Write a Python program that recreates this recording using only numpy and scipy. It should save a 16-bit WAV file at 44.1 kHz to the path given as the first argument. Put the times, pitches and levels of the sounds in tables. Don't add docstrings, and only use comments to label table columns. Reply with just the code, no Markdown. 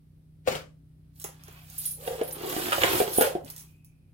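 import sys
import numpy as np
from scipy import signal
from scipy.fft import rfft, irfft, next_fast_len
from scipy.io import wavfile
from scipy.ndimage import map_coordinates

SR = 44100
rng = np.random.default_rng(int(sys.argv[2]) if len(sys.argv) > 2 else 0)


def dump_mix(stems):
    frames = np.atleast_2d(stems).T
    limited = np.clip(frames, -1, 1)
    pcm = np.round(limited * 32767).astype(np.int16)
    wavfile.write(sys.argv[1], SR, pcm)


N = 182221
TOP_HZ = 16000


def amp(db):
    return 10 ** (np.asarray(db) / 20)


def unit(x):
    return x / np.sqrt(np.mean(x ** 2) + 1e-20)


def along(points, hz):
    knots_hz, values = np.transpose(points)
    return np.interp(np.log(hz + 1), np.log(knots_hz + 1), values)


def curves(rows):
    times, *columns = np.transpose(rows)
    return [np.interp(np.arange(N) / SR, times, column) for column in columns]


def wobble(rate):
    return map_coordinates(rng.standard_normal(int(N * rate / SR) + 4), [np.arange(N) * rate / SR])


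def filtered(x, response):
    size = next_fast_len(N + SR // 2)
    return irfft(rfft(x, size) * response(np.fft.rfftfreq(size, 1 / SR)), size)[..., :N]


def coloured(x, spectrum, size=2048):
    cepstrum = irfft(np.log(amp(along(spectrum, np.fft.rfftfreq(size, 1 / SR)))))
    cepstrum[1:size // 2] *= 2
    cepstrum[size // 2 + 1:] = 0
    return signal.fftconvolve(x, irfft(np.exp(rfft(cepstrum))))[:len(x)]


def resonance(f, hz, width_hz):
    return (2j * f * width_hz / (hz * hz - f * f + 2j * f * width_hz)) ** 2


def fade(t, t60):
    return np.exp(-np.log(1000) * t / t60)


def swell(s, db, rise_s, fall_s):
    t = np.arange(N) / SR - s
    return amp(db - 20 * np.maximum(-t / rise_s, t / fall_s))


def swells(rows, rise_s, fall_s):
    return sum(swell(s, db, rise_s, fall_s) for s, db in rows)


def add(track, s, sound):
    part = track[round(s * SR):][:len(sound)]
    part += sound[:len(part)]


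def contacts(rate, spread_db):
    chance, size, sign = rng.random(N), rng.standard_normal(N), rng.choice([-1, 1], N)
    return (chance < rate / SR) * sign * amp(spread_db * np.clip(size, -2, 2))


def crack(t, t60, spectrum):
    burst = coloured(rng.standard_normal(len(t)) * fade(t, t60), spectrum)
    return burst / np.abs(burst).max()


# multiple of the shaft rate, level in dB before the swell.
HUM_HARMONICS = [(1, -76.5), (2, -62), (3, -65), (4, -63.5), (5, -55.5), (6, -74), (7, -83), (8, -77),
                 (9, -71), (11, -87), (12, -88)]
# time in seconds, gain in dB.
HUM_GAIN = [(0, -3.5), (2.5, 3.5), (3.7, -1.5), (4.2, -6.5)]


def motor(shaft_hz=31.33, waver_db=.8):
    turns = shaft_hz * np.arange(N) / SR + .015 * wobble(3)
    hum = np.zeros(N)
    for k, db in HUM_HARMONICS:
        waver = amp(waver_db * wobble(3))
        hum += np.sqrt(2) * amp(db) * waver * np.sin(2 * np.pi * (k * turns + rng.random()))
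    return amp(curves(HUM_GAIN)[0]) * hum


# frequency in Hz, relative level in dB.
AIR_COLOUR = [(20, -8.5), (90, 2), (160, -4), (300, -13), (450, -22.5), (1000, -35.5), (3000, -39.5),
              (5000, -41.5), (7000, -47.5), (9500, -39), (16000, -44)]


def room_air():
    mid, side = [unit(coloured(rng.standard_normal(N), AIR_COLOUR)) for _ in range(2)]
    side = coloured(side, [(100, -8.5), (400, -8), (1200, 0.5)])
    return amp(-61.5) * np.array([mid + side, mid - side])


# start in seconds, bump level in dB, pitch of the hollow in Hz, clack level in dB.
BOX_KNOCKS = [(0.4744, -15, 533, -20), (.482, -21, 501, -23), (0.553, -29.5, 558, -24.5),
              (1.2445, -32.5, 396, -32), (1.289, -45, 530, -47), (1.4826, -44, 400, -43.5),
              (2.076, -22, 495, -25.5), (2.126, -39, 490, -56), (2.213, -17, 455, -28.5),
              (2.526, -25.5, 325, -27.5), (2.564, -21, 304, -25.5), (2.684, -23.5, 347, -25),
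              (2.7212, -30.5, 565, -14.5), (2.7289, -27, 596, -10.5), (2.781, -21.5, 569, -24),
              (2.819, -27.5, 490, -12.5), (2.835, -17.5, 544, -4), (2.842, -18, 365, -15),
              (3.001, -11, 438, -20), (3.013, -12, 412, -35.5), (3.077, -21.5, 430, -24.5),
              (3.183, -8, 378, -29), (3.209, -9.5, 463, -15), (3.221, -15, 503, -16),
              (3.351, -17, 362, -37), (3.439, -42.5, 275, -55)]
# frequency in Hz, relative level in dB.
CLACK_COLOUR = [(150, -41), (400, -8.5), (750, -6.5), (1300, -1), (2200, -4.5), (3100, -3.5), (3800, -8.5),
                (5000, -22), (9000, -19.5), (16000, -32.5)]
WALL_HZ = 715


def knocks(cycles=14, attack_s=0.002, wall_db=-7, floor_db=-11, floor_ratio=0.67, scatter=0.086):
    out, t = np.zeros(N), np.arange(SR // 6) / SR
    for s, db, hz, _ in BOX_KNOCKS:
        wall_hz, floor_hz = np.array([WALL_HZ, floor_ratio * hz]) * (1 + scatter * rng.standard_normal(2))
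        modes = amp([0, wall_db, floor_db]) @ np.sin(2 * np.pi * np.outer([hz, wall_hz, floor_hz], t))
        bump = modes * fade(t, cycles / hz) * (1 - np.exp(-(t / attack_s) ** 2))
        add(out, s, amp(db) * bump / np.abs(bump).max())
    for s, _, _, db in BOX_KNOCKS:
        add(out, s, amp(db) * crack(t[:SR // 16], t60=0.026, spectrum=CLACK_COLOUR))
    return out


# peak time in seconds, level in dB.
REBOUNDS = [(.481, -26), (.516, -31), (.558, -32.5), (.61, -57)]
# frequency in Hz, relative level in dB.
RATTLE_COLOUR = [(20, -24.5), (60, -7), (160, 2), (260, -6.5), (400, 2), (560, -4), (900, -16.5),
                 (1600, -12), (3000, -13), (5000, -19), (10000, -34.5), (16000, -27)]


def settling():
    rattle = unit(coloured(contacts(rate=1900, spread_db=1.0), RATTLE_COLOUR))
    return swells(REBOUNDS, rise_s=0.016, fall_s=0.044) * rattle


def links(rate, t60, spread_db, samples=160):
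    count = int(rate * N / SR)
    start, pitch, strength = rng.random((count, 3)).T[:, :, None]
    t = np.arange(samples) / SR
    gain = amp(spread_db * np.minimum(-np.log(1 - strength), 3))
    pings = gain * np.sin(2 * np.pi * TOP_HZ * pitch * t) * fade(t, t60)
    index = (start * N).astype(int) + np.arange(samples)
    return np.bincount(index.ravel(), pings.ravel(), N)[:N]


# peak time, rise and fall in seconds, chain level and bead level in dB.
LIGHT_BRUSHES = [(1.16, 0.021, 0.086, -64, -95), (1.22, 0.038, 0.016, -51, -66),
                 (1.27, 0.052, 0.047, -57, -50.5), (1.5, 0.3, 0.63, -64, -57),
                 (1.849, 0.16, 0.13, -40, -92), (3.48, 0.034, 0.047, -57.5, -50.5),
                 (3.594, 0.18, .13, -53.5, -62.5)]
# time in seconds, relative chain level and bead level in dB.
LONG_DIG = [(1.97, -59, -61), (2.082, -50.5, -48.5), (2.216, -63, -51.5), (2.332, -60, -55),
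            (2.498, -44, -42), (2.628, -43, -41), (2.692, -44, -38), (2.874, -40, -31.5),
            (2.994, -36.5, -35), (3.064, -51.5, -46), (3.152, -39, -51), (3.218, -52, -32.5),
            (3.274, -45, -40.5), (3.33, -67, -58.5), (3.42, -88, -66)]
# frequency in Hz, relative level in dB.
CHAIN_COLOUR = [(1500, -15.5), (4000, -3), (6000, -7), (8500, -6.5), (11000, -4), (13500, 1), (15800, -0.5)]
BEAD_COLOUR = [(300, -10.5), (750, -1.5), (1200, -5), (1700, -4.5), (2400, -5.5), (3200, -3), (3900, -9),
               (4800, -11), (8000, -29.5), (16000, -36.5)]


def stirring(dig_chain_db=4.5, dig_beads_db=1.5, edge_s=0.052):
    t = np.arange(N) / SR
    inside_s = np.minimum(t - LONG_DIG[0][0], LONG_DIG[-1][0] - t)
    digging = np.clip(inside_s / edge_s, 0, 1) ** 2
    chain_db, beads_db = curves(LONG_DIG)
    chain_gain, bead_gain = digging * amp([chain_db + dig_chain_db, beads_db + dig_beads_db])
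    for s, rise_s, fall_s, brush_chain_db, brush_beads_db in LIGHT_BRUSHES:
        chain_gain += swell(s, brush_chain_db, rise_s, fall_s)
        bead_gain += swell(s, brush_beads_db, rise_s, fall_s)
    pings = links(rate=3500, t60=.002, spread_db=4)
    slither = unit(coloured(pings * amp(0.5 * wobble(120)), CHAIN_COLOUR))
    scrape = unit(coloured(contacts(rate=980, spread_db=6.5), BEAD_COLOUR))
    return chain_gain * slither + bead_gain * scrape


# start in seconds, level in dB.
CLASP_TICKS = [(1.1995, -24), (1.2173, -23), (1.242, -13), (1.437, -33), (1.482, -33), (1.526, -37),
               (1.577, -58), (1.7004, -27.5), (2.159, -32), (2.311, -23), (3.211, -6), (3.448, -28.5),
               (3.502, -20), (3.564, -24.5), (3.581, -26.5), (3.597, -25.5), (3.847, -33)]
# frequency in Hz, relative level in dB.
SNAP_COLOUR = [(1500, -39), (4000, -5), (6000, -1.5), (10000, -2), (15500, 5.5)]
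CLASP_COLOUR = [(3000, -39), (5600, -7.5), (6240, -7), (6900, -14), (9900, -18.5), (10750, 2.5),
                (11500, -10), (14000, -19.5), (15100, -11.5), (16000, -3)]


def clasp(tail_db=-14):
    out, t = np.zeros(N), np.arange(SR // 4) / SR
    for s, db in CLASP_TICKS:
        snap = crack(t, t60=.003, spectrum=SNAP_COLOUR)
        tail = crack(t, t60=.16, spectrum=CLASP_COLOUR)
        add(out, s, amp(db) * (snap + amp(tail_db) * tail))
    return out


# peak time in seconds, level in dB.
LIFTS = [(1.52, -65), (3.6, -69.5)]
# frequency in Hz, relative level in dB.
HOOP_COLOUR = [(1800, -31), (2250, -14), (2480, -0.5), (2620, -6.5), (2780, -16.5), (3020, -15),
               (3500, -41.5)]


def hoop():
    tremble = unit(coloured(contacts(rate=600, spread_db=7.0), HOOP_COLOUR))
    return swells(LIFTS, rise_s=0.14, fall_s=0.61) * tremble


def ring(modes, t, t60, detune=.008, spread_db=4):
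    hz, db = np.transpose(modes)[:, :, None]
    pitch, strength, phase = rng.standard_normal((3, len(modes), 1))
    hz = hz * (1 + detune * pitch)
    gain = amp(db + spread_db * strength)
    waves = gain * np.sin(2 * np.pi * (hz * t + phase)) * fade(t, t60)
    return waves.sum(0) / np.linalg.norm(gain)


# start in seconds, relative level in dB.
METAL_STRIKES = [(1.781, -15), (1.793, -31), (1.8549, -13), (1.8754, -19), (1.908, -19), (1.934, -26.5),
                 (2.0624, -29), (2.234, -25), (2.276, -23), (2.324, -20.5), (3.1347, -20.5),
                 (3.1587, -16.5), (3.1761, -5.5), (3.2116, -8.5), (3.221, -13)]
# frequency in Hz, relative level in dB.
METAL_MODES = [(9437, -56.5), (9491, -55), (10320, -66), (10567, -52.5), (10761, -56.5), (12199, -47),
               (12807, -67), (13765, -57.5)]


def clinks(ring_db=-9, snap_db=-13, bounce_db=-9, bounce_s=0.0096, hits=3):
    out, t = np.zeros(N), np.arange(SR // 8) / SR
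    for s, db in METAL_STRIKES:
        for k in range(hits):
            tone = ring(METAL_MODES, t, t60=.05)
            snap = crack(t, t60=0.0047, spectrum=SNAP_COLOUR)
            add(out, s, amp(db + k * bounce_db) * (amp(snap_db) * snap + amp(ring_db) * tone))
            s += bounce_s * (.5 + rng.random())
    return out


# peak time, rise and fall in seconds, level in dB, pitch of the hollow in Hz.
FLOOR_DRAGS = [(2.09, .08, 0.27, -34, 490), (2.45, .17, 0.25, -37.5, 380), (2.58, 0.16, 0.31, -35, 320),
               (2.899, .16, 0.31, -31, 370), (3.035, 0.042, .19, -38.5, 450), (3.24, .05, .11, -24.5, 505),
               (3.375, .015, 0.027, -35, 470)]


def dragging(wall_db=-12, width_hz=65):
    stumbles = contacts(rate=450, spread_db=4.0)
    wall = amp(wall_db) * filtered(stumbles, lambda f: resonance(f, WALL_HZ, width_hz))
    out = np.zeros(N)
    for s, rise_s, fall_s, db, hz in FLOOR_DRAGS:
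        hollow = filtered(stumbles, lambda f: resonance(f, hz, width_hz))
        out += swell(s, db, rise_s, fall_s) * unit(hollow + wall)
    return out


# peak time in seconds, level in dB.
TABLE_SHOVES = [(2.12, -44), (2.69, -50.5), (2.84, -39.5), (2.96, -36.5), (3.23, -38.5), (3.46, -45)]
# frequency in Hz, relative level in dB.
THUD_COLOUR = [(20, -22.5), (55, -12.5), (90, 1), (160, -12), (300, -13.5), (1000, -78)]


def shoving():
    rumble = unit(coloured(rng.standard_normal(N), THUD_COLOUR))
    return swells(TABLE_SHOVES, rise_s=0.089, fall_s=0.061) * rumble


# frequency in Hz, seconds to fall 60 dB.
ROOM_DECAY = [(150, 0.62), (500, 0.2954), (2500, 0.26), (8000, 0.26), (16000, 0.18)]
# frequency in Hz, relative level in dB.
ROOM_COLOUR = [(150, -16), (300, -8.5), (500, -1), (1200, 2.5), (3500, -2), (9000, 6.5), (16000, 0)]


def room(x, early_db=3, early_t60=0.03, delay_s=.0015, stretches=80):
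    out = np.zeros((2, N))
    hz, t, _ = signal.stft(np.zeros(SR // 3), SR, nperseg=256)
    decay = fade(t, along(ROOM_DECAY, hz)[:, None]) + amp(early_db) * fade(t, early_t60)
    energy = np.mean(decay ** 2, 1, keepdims=True) * SR / 3
    decay *= amp(along(ROOM_COLOUR, hz))[:, None] / np.sqrt(energy)
    noise = signal.stft(rng.standard_normal((2, N)), nperseg=256)[2]
    for part in np.array_split(np.arange(N), stretches):
        first = rng.integers(noise.shape[2] - len(t))
        tails = signal.istft(noise[:, :, first:first + len(t)] * decay, nperseg=256)[1]
        for channel, tail in zip(out, tails):
            add(channel, part[0] / SR + delay_s, signal.fftconvolve(x[part], tail))
    return out


def placed(x, lag_ms, bass_db, treble_db):
    side = np.array([[1], [-1]]) / 2
    shade = [(400, bass_db), (10000, treble_db)]
    delay_s = side * lag_ms / 1000
    return filtered(x, lambda hz: amp(side * along(shade, hz)) * np.exp(-2j * np.pi * hz * delay_s))


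def scene(cross_s=1.0):
    ticks = clasp()
    exposed = knocks() + dragging() + shoving()
    buried = clinks() + hoop() + stirring() + settling()
    direct = ticks + exposed + amp(-4) * buried
    reflected = room(amp(-1.5) * ticks + exposed + amp(0.5) * buried)
    on_left = np.arange(N) / SR < cross_s
    left = placed(direct * on_left, lag_ms=-.38, bass_db=2, treble_db=15)
    right = placed(direct * ~on_left, lag_ms=.3, bass_db=-1.7, treble_db=-7)
    lean_db = np.outer([1, -1], np.where(on_left, .9, -.45))
    return left + right + reflected * amp(lean_db) + motor() + room_air()


def record(dry):
    return filtered(dry, lambda hz: 1 / np.sqrt(1 + (hz / TOP_HZ) ** 200))


dry = scene()
out = record(dry)
dump_mix(out)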